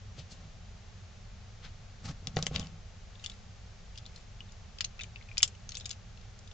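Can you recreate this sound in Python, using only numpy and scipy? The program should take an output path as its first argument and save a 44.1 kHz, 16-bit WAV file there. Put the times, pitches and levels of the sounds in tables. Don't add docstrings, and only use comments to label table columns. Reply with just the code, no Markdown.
import sys
import numpy as np
from scipy import signal
from scipy.fft import rfft, irfft
from scipy.io import wavfile

SR = 44100
rng = np.random.default_rng(int(sys.argv[2]) if len(sys.argv) > 2 else 0)


def store_pcm(level_fs):
    pcm = np.round(np.clip(level_fs, -1, 1) * 32767).astype(np.int16)
    wavfile.write(sys.argv[1], SR, np.atleast_2d(pcm).T)


def ratio_of_db(decibels):
    return 10 ** (np.asarray(decibels, float) / 20)


N = 287973

# pitch_hz [Hz], level_db [dB]
CLAMP_MODES = [(1450, -9.5), (2300, -9), (2700, -1.5), (3150, -2), (3600, -2.5), (3900, -8), (4400, -4),
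               (4900, -3), (5240, -7), (5570, -7), (6120, -9.5), (6500, -7.5), (6900, -4), (7200, -8),
               (7800, -18.5), (8200, -6.5)]
# start_s [s], peak_db [dB], ring_hz (loudest ring) [Hz],
# bright_db (highs over lows) [dB]
DRAGGED = [(2.2711, -19.5, 5025, -3), (2.3625, -34, 6400, 10), (2.3683, -17, 1900, -7),
           (2.3885, -31, 1500, -4), (2.4258, -17.5, 5865, 1.5), (2.4592, -37, 5065, 7),
           (2.4665, -17, 3045, 6), (2.5499, -32.5, 3385, -10), (2.555, -31, 2995, 0),
           (2.5603, -19, 3775, -4), (2.581, -37, 3555, -10), (2.5955, -26, 6400, 6), (2.605, -41, 4065, -1),
           (2.6692, -39, 4500, 0)]
LIFTED = [(3.1533, -45.5, 3555, -9.5), (3.1953, -47.5, 3775, -2), (3.2404, -31.5, 3065, 6),
          (3.2443, -32, 2825, 3), (3.2614, -23, 3515, 4), (3.2977, -32.5, 3495, 5),
          (3.3164, -42, 3855, -6.5), (3.9552, -46, 2845, -3), (3.9755, -33, 5000, -2),
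          (3.9837, -35, 3500, 0), (4.0626, -35, 4100, 0), (4.1598, -39, 4205, 5), (4.5195, -45.5, 6915, 3)]
TURNED = [(4.785, -39, 4975, -4), (4.8072, -17, 2845, -5), (4.8109, -24, 5000, -4), (4.8437, -25, 5365, -4),
          (4.8465, -23, 4300, -3), (4.9924, -40, 2565, -11), (5.0091, -31, 2300, -2),
          (5.0165, -36, 6100, 0), (5.0343, -34, 6165, -4), (5.0408, -38, 2400, -10),
          (5.159, -35, 2635, -28), (5.224, -46, 4075, -10)]
RELEASED = [
    (5.3713, -28, 2505, -15),
    (5.3796, -17, 5235, 3.5),
    (5.3852, -29, 5605, 7),
    (5.404, -35, 2375, -13),
    (5.4217, -30, 6915, 4),
    (5.4294, -1, 5195, 3.5),
    (5.477, -30, 7265, -5.5),
    (5.4794, -34, 7285, 3.5),
    (5.5497, -46, 2935, 5),
]
SHAKEN = [(5.6912, -26, 6245, -4), (5.706, -39.5, 4355, 3), (5.7194, -32, 4135, -2.5),
          (5.7443, -38, 3235, -1), (5.7516, -30, 5065, 3), (5.77, -23, 6300, 3), (5.7985, -38.5, 4075, 8),
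          (5.808, -38, 3705, 6), (5.8559, -27.5, 5100, 6), (5.8592, -30, 7150, 2), (5.8931, -31.5, 6915, 2),
          (5.9062, -29, 3495, 2), (5.9112, -24.5, 7285, 0), (5.9283, -41.5, 4055, 2.5),
          (6.1731, -47.5, 4075, -3), (6.211, -49, 3755, 2), (6.389, -44.5, 7215, 8), (6.4746, -46, 3625, 4),
          (6.5128, -45, 3605, -5.5)]
# start_s [s], peak_db [dB], ring_hz [Hz],
# bright_db [dB]
PINGS = [(2.6137, -42, 3500, -3), (2.628, -42, 3050, -8), (2.643, -50, 3000, -8), (4.0548, -43, 3665, -9.5),
         (4.4053, -33.5, 2935, -14), (4.49, -54, 3575, -13), (4.847, -25, 6355, 0),
         (4.9978, -36, 2605, -13.5), (5.2112, -44, 2175, -19), (5.2872, -44, 2500, -6),
         (5.3141, -38, 2395, -18), (5.411, -39.5, 3175, -8.5), (5.4359, -18, 3145, 10)]
# start_s [s], peak_db [dB], ring_hz [Hz], bright_db [dB]
CHIMES = [
    (5.0115, -35, 3645, -6),
    (5.7545, -38, 3680, 0),
    (5.7755, -43, 7215, 5),
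    (5.8095, -41, 3705, 0),
    (5.845, -43, 3665, 0),
    (5.8575, -37, 3650, 0),
]
# ring_t60_s [s], ring_over_crack_db [dB]
GRIPS = [
    (0.022, -12),
    (0.032, -5),
    (0.026, -7),
    (0.033, -5),
    (0.028, -9),
    (0.03, 3),
    (0.075, 8),
]
# start_s [s], boom_db [dB], knock_db [dB], hardness_hz [Hz]
KNOCKS = [(0.182, -52, -44.5, 910), (2.228, -54, -46, 600), (2.275, -36, -46, 1185),
          (2.368, -26, -22.5, 1500), (2.388, -32, -33, 1500), (2.428, -34, -37.5, 1190),
          (2.467, -48, -36, 1830), (2.512, -35, -33, 700), (2.548, -35, -37, 1010),
          (2.562, -32, -39.5, 1200), (2.597, -33, -40, 1040), (2.628, -35, -44, 690), (2.72, -48, -50, 450),
          (4.807, -51.5, -61, 2000), (4.845, -56.5, -52.5, 2000), (5.4295, -64, -39, 1600)]
# pitch_hz [Hz], level_db [dB], t60_s [s]
BENCH_MODES = [(85, -2.5, 0.164), (121.8, 5.5, 0.11), (157, 11.5, 0.1), (180.6, 1, 0.099),
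               (226, -6.5, 0.057), (367, -35, 0.13), (489, 8.5, 0.038), (562, -4.5, 0.14),
               (648, 4.5, 0.035), (767, 9, 0.029), (1094, 5.5, 0.047), (1258, 0, 0.07), (1470, -21, .03),
               (1507, -20, .03)]
# peak_s [s], length_s [s], scuff_db [dB], bright_db (highs over scuff) [dB], bench_db [dB]
BRUSHES = [
    (0.192, 0.1, -52, -4, -58),
    (0.32, 0.085, -58, 7, -64),
    (0.42, 0.4, -68, -10, -65),
]
# peak_s [s], length_s [s], scuff_db [dB], bright_db [dB], bench_db [dB]
SLIDES = [
    (1.65, 0.12, -49, -17, -63),
    (2.056, 0.08, -50, 2, -48.5),
    (2.09, 0.06, -51, 1, -47),
    (2.112, 0.04, -55, -3, -53),
    (2.27, 0.15, -70, 1.5, -56),
    (2.38, 0.1, -53, 1.5, -49),
    (2.43, 0.14, -56, -6, -54),
    (2.547, 0.1, -47, -15, -52),
    (2.59, 0.32, -61, -8, -51),
]
# peak_s [s], length_s [s], rustle_db [dB]
FIDGET = [
    (2.54, 0.15, -55),
    (2.61, 0.2, -50),
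    (3.23, 0.2, -58),
    (3.33, 0.3, -61),
    (3.95, 0.16, -67),
    (4.18, 0.25, -60),
    (5.01, 0.13, -55),
    (5.4, 0.35, -57),
    (5.9, 0.15, -58),
    (5.74, 0.3, -59),
]
# delay_s [s], level_db [dB]
ECHOES = [
    (.0022, -11.5),
    (.0041, -33.5),
    (.0068, -22.5),
    (0.0124, -25.5),
    (0.014, -30),
]
# pitch_hz [Hz], density_db [dB per Hz]
RUMBLE = [(12, -22), (22, 0.5), (31, -8.5), (43, -0.5), (55, -5.5), (72, -6.5), (96, -1.5), (116, -7),
          (135, -15.5), (165, -16.5), (195, -15), (228, -21.5), (300, -39), (400, -70.5)]
# pitch_hz [Hz], density_db [dB per Hz]
HISS = [(180, -51.5), (300, -20), (331, -8.5), (403, -2.5), (470, -3), (769, -3), (990, -6.5), (1270, -7),
        (1840, -8), (2000, -8.5), (6400, -11.5), (7270, -13.5), (8600, -24), (11200, -69), (18900, -120)]
# pitch_hz [Hz], likeness [0 to 1]
LIKENESS = [(60, 1), (160, 0.84), (450, 0.28), (1220, 0.51), (3320, 0.45), (9040, 0.37)]
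# pitch_hz [Hz], left_over_right_db [dB]
LEAN = [(60, -0.5), (210, 0.5), (740, 0.0), (2580, 1.5), (9040, 1.5)]

RUMBLE_DB, HISS_DB = -49, -60.5
RING_SHARE = 0.65
PORT_LAG = 1
HARD_T60_S_PER_DB, DULL_RING_DB_PER_DB = 0.0003, 0.3
BRUSH_LOW_HZ, SLIDE_LOW_HZ = 2200, 1150
BOOM_OVER_KNOCK_DB, BOOM_LONGER = 11, 1.4
RISE_SHARE, SWELL_DB = 0.4, 26
GAIN_STEP = 64


def clamp(crack_s=0.00059, body_db=-19, buzz_db=-14, near=0.9, scatter_db=3.0, body_share=0.65,
          low_pan_db=5, high_pan_db=2):
    size = 2600
    out = np.zeros((2, N + size))
    t = np.arange(size) / SR
    hz, mode_db = np.array(CLAMP_MODES).T
    for start_s, peak_db, ring_hz, bright_db, t60, ring_db in contacts():
        chance = rng.standard_normal((4, len(hz) + 1))
        noise = rng.standard_normal((3, size))
        t60 = max(t60, 0.008)
        low, high = ratio_of_db(min(-bright_db, 0)), ratio_of_db(min(bright_db, 0))
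        rise = np.minimum(t / (0.00025 + 0.0006 * ratio_of_db(-39.5 - peak_db)), 1)

        close_db = 8.6 * np.exp(-(np.log(hz / ring_hz) / near) ** 2)
        level = ratio_of_db(mode_db + close_db + body_db + scatter_db * chance[0, :-1])
        level = np.append(level * np.where(hz > 4800, high, low), ratio_of_db(ring_db))
        pitch = np.append(hz * (1 + 0.018 * chance[1, :-1]), ring_hz)
        t60s = t60 * np.append(body_share * np.exp(0.1 * chance[2, :-1]), RING_SHARE)
        fade = level[:, None] * ratio_of_db(-60 * t / t60s[:, None]) * rise
        fade[-1] *= 1 + 0.5 * np.cos(2 * np.pi * 0.05 * ring_hz * t + chance[1, -1])
        fade = fade * sides(np.where(pitch > 4800, high_pan_db, low_pan_db))[:, :, None]
        skew = np.outer([1, -1], 0.6 * chance[3])[:, :, None]
        sound = np.sum(fade * np.sin(2 * np.pi * pitch[:, None] * t + skew), axis=1)

        crack = (noise[0] + 0.21 * noise[1:]) * np.exp(-t / crack_s)
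        crack[:, 12] += 5.0
        buzz = (0.96 * noise[0] + noise[1:]) * ratio_of_db(buzz_db - 60 * t / t60)
        shock = rise * (crack + buzz)
        shock_low_hz = np.clip(0.69 * ring_hz, 1800, 2500)
        sound += low * sides(low_pan_db) * band(shock, shock_low_hz, 4560)
        sound -= high * sides(high_pan_db) * band(shock, 5300, 7510)
        sound[1] = np.roll(sound[1], PORT_LAG)
        at = round(start_s * SR)
        out[:, at:at + size] += ratio_of_db(peak_db) * sound / np.abs(sound.mean(axis=0)).max()
    return out[:, :N]


def contacts():
    found = []
    moves = (DRAGGED, LIFTED, TURNED, RELEASED, SHAKEN, PINGS, CHIMES)
    for move, (grip_t60, grip_ring_db) in zip(moves, GRIPS):
        for start_s, peak_db, ring_hz, bright_db in move:
            t60 = grip_t60 - HARD_T60_S_PER_DB * (peak_db + 30)
            ring_db = grip_ring_db - DULL_RING_DB_PER_DB * min(bright_db, 0)
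            found.append((start_s, peak_db, ring_hz, bright_db, t60, ring_db))
    return found


def fidget():
    ticks = grit(per_s=400, spread_db=4, alike=0.5)
    rattle = rms_one(sum(ratio_of_db(level_db) * ring(ticks, hz, 0.014) for hz, level_db in CLAMP_MODES))
    return smooth([swell(*row) for row in FIDGET]) * rattle * sides(1.8)


def knocks(direct_db=0, thud_db=-8, thud_t60=0.075):
    size = 8000
    out = np.zeros((2, N + size))
    t = np.arange(size) / SR
    for start_s, boom_db, knock_db, hard_hz in KNOCKS:
        push = np.sin(np.pi * np.minimum(t * hard_hz, 1))
        luck = ratio_of_db(2.5 * rng.standard_normal(len(BENCH_MODES)))
        luck = luck * (1 + 0.15 * rng.standard_normal((2, len(BENCH_MODES))))
        rings = 0
        for k, (hz, level_db, t60) in enumerate(BENCH_MODES):
            strike_db = boom_db if k < 5 else knock_db
            rings = rings + luck[:, [k]] * ratio_of_db(level_db + strike_db - 13.5) * ring(push / push.sum(), hz, t60)
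        noise = rng.standard_normal((3, size)) * ratio_of_db(thud_db - 60 * t / thud_t60)
        thud = band(noise[0] + 0.3 * noise[1:], 270, 1.4 * hard_hz + 200)
        direct = ratio_of_db(direct_db) * band(push, 270, 2100)
        at = round(start_s * SR)
        out[:, at:at + size] += rings + ratio_of_db(knock_db) * (direct + thud)
    return out[:, :N]


def sliding():
    slips = grit(per_s=9000, spread_db=2.5, alike=0.6)
    shake = rng.standard_normal(N)
    boom, knock = bench(shake, BENCH_MODES[:5]), bench(shake, BENCH_MODES[5:])
    dull = 0
    for strokes, low_hz in ((BRUSHES, BRUSH_LOW_HZ), (SLIDES, SLIDE_LOW_HZ)):
        gain = smooth([swell(s, length, db) for s, length, db, _, _ in strokes])
        dull = dull + rms_one(band(slips, low_hz, 4320)) * gain
    strokes = BRUSHES + SLIDES
    bright_gain = smooth([swell(s, length, db + bright_db) for s, length, db, bright_db, _ in strokes])
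    bright = rms_one(band(slips, 4230, 8500)) * bright_gain
    knock = knock * smooth([swell(s, length, db) for s, length, _, _, db in strokes])
    boom = boom * smooth([swell(s, length * BOOM_LONGER, db + BOOM_OVER_KNOCK_DB)
                          for s, length, _, _, db in strokes])
    return dull * sides(4.0) - bright * sides(1.2) + knock + boom


def bench(force, modes):
    return rms_one(sum(ratio_of_db(level_db) * ring(force, hz, t60) for hz, level_db, t60 in modes))


def workshop(x, tail_db=-30, tail_t60=0.066):
    t = np.arange(8000) / SR
    reply = ratio_of_db(tail_db - 60 * t / tail_t60) * rng.standard_normal((2, 8000)) * np.minimum(t / 0.009, 1)
    for delay_s, level_db in ECHOES:
        for side, stretch in enumerate((0.94, 1.07)):
            reply[side, round(delay_s * stretch * SR)] += ratio_of_db(level_db)
    return x + signal.fftconvolve(x, reply, axes=1)[:, :N]


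def air(spectrum, level_db):
    hz = np.arange(N // 2 + 1) * SR / N
    alike = np.clip(at_hz(LIKENESS, hz), 0, 0.95)
    mid, side = rfft(rng.standard_normal((2, N))) * ratio_of_db(at_hz(spectrum, hz))
    pair = np.sqrt(1 + alike) * mid + np.sqrt(1 - alike) * side * [[1], [-1]]
    pair = irfft(pair * ratio_of_db(np.outer([0.5, -0.5], at_hz(LEAN, hz))), N)
    return ratio_of_db(level_db) * pair / np.std(pair.mean(axis=0))


def grit(per_s, spread_db, alike):
    sizes = ratio_of_db(spread_db * np.minimum(rng.exponential(1, (3, N)), 4))
    slips = (rng.random((3, N)) < per_s / SR) * sizes
    slips = slips * rng.choice([-1, 1], (3, N))
    return rms_one(alike * slips[0] + (1 - alike) * slips[1:])


def ring(x, hz, t60):
    r, w = ratio_of_db(-60 / (t60 * SR)), 2 * np.pi * hz / SR
    return signal.lfilter([0, np.sin(w)], [1, -2 * r * np.cos(w), r * r], x + 1e-18)


def swell(peak_s, length_s, peak_db):
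    late = (np.arange(0, N + GAIN_STEP, GAIN_STEP) / SR - peak_s) / length_s
    return ratio_of_db(peak_db - SWELL_DB * np.maximum(-late / RISE_SHARE, late / (1 - RISE_SHARE)))


def smooth(gains):
    return np.interp(np.arange(N) / GAIN_STEP, np.arange(len(gains[0])), sum(gains))


def at_hz(points, hz):
    table_hz, value = np.array(points).T
    return np.interp(np.log(hz + 1), np.log(table_hz), value)


def rms_one(x):
    return x / np.sqrt(np.mean(x ** 2) + 1e-20)


def band(x, low_hz, high_hz):
    return signal.sosfilt(signal.butter(2, [low_hz, high_hz], "band", fs=SR, output="sos"), x)


def sides(pan_db):
    return ratio_of_db(np.array([[0.5], [-0.5]]) * pan_db)


def scene():
    close = workshop(clamp() + fidget()) + knocks() + sliding()
    return close + air(RUMBLE, RUMBLE_DB) + air(HISS, HISS_DB)


def top_cut(x):
    return signal.sosfilt(signal.butter(12, 9640, fs=SR, output="sos"), x)


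def record(dry):
    notched = signal.lfilter(*signal.iirnotch(968, 22.0, fs=SR), dry)
    rounded = 1.3 * np.tanh(notched / 1.3)
    dull = signal.sosfilt(signal.butter(10, 7400, fs=SR, output="sos"), rounded)
    return top_cut(dull)


dry = scene()
out = record(dry)
store_pcm(out)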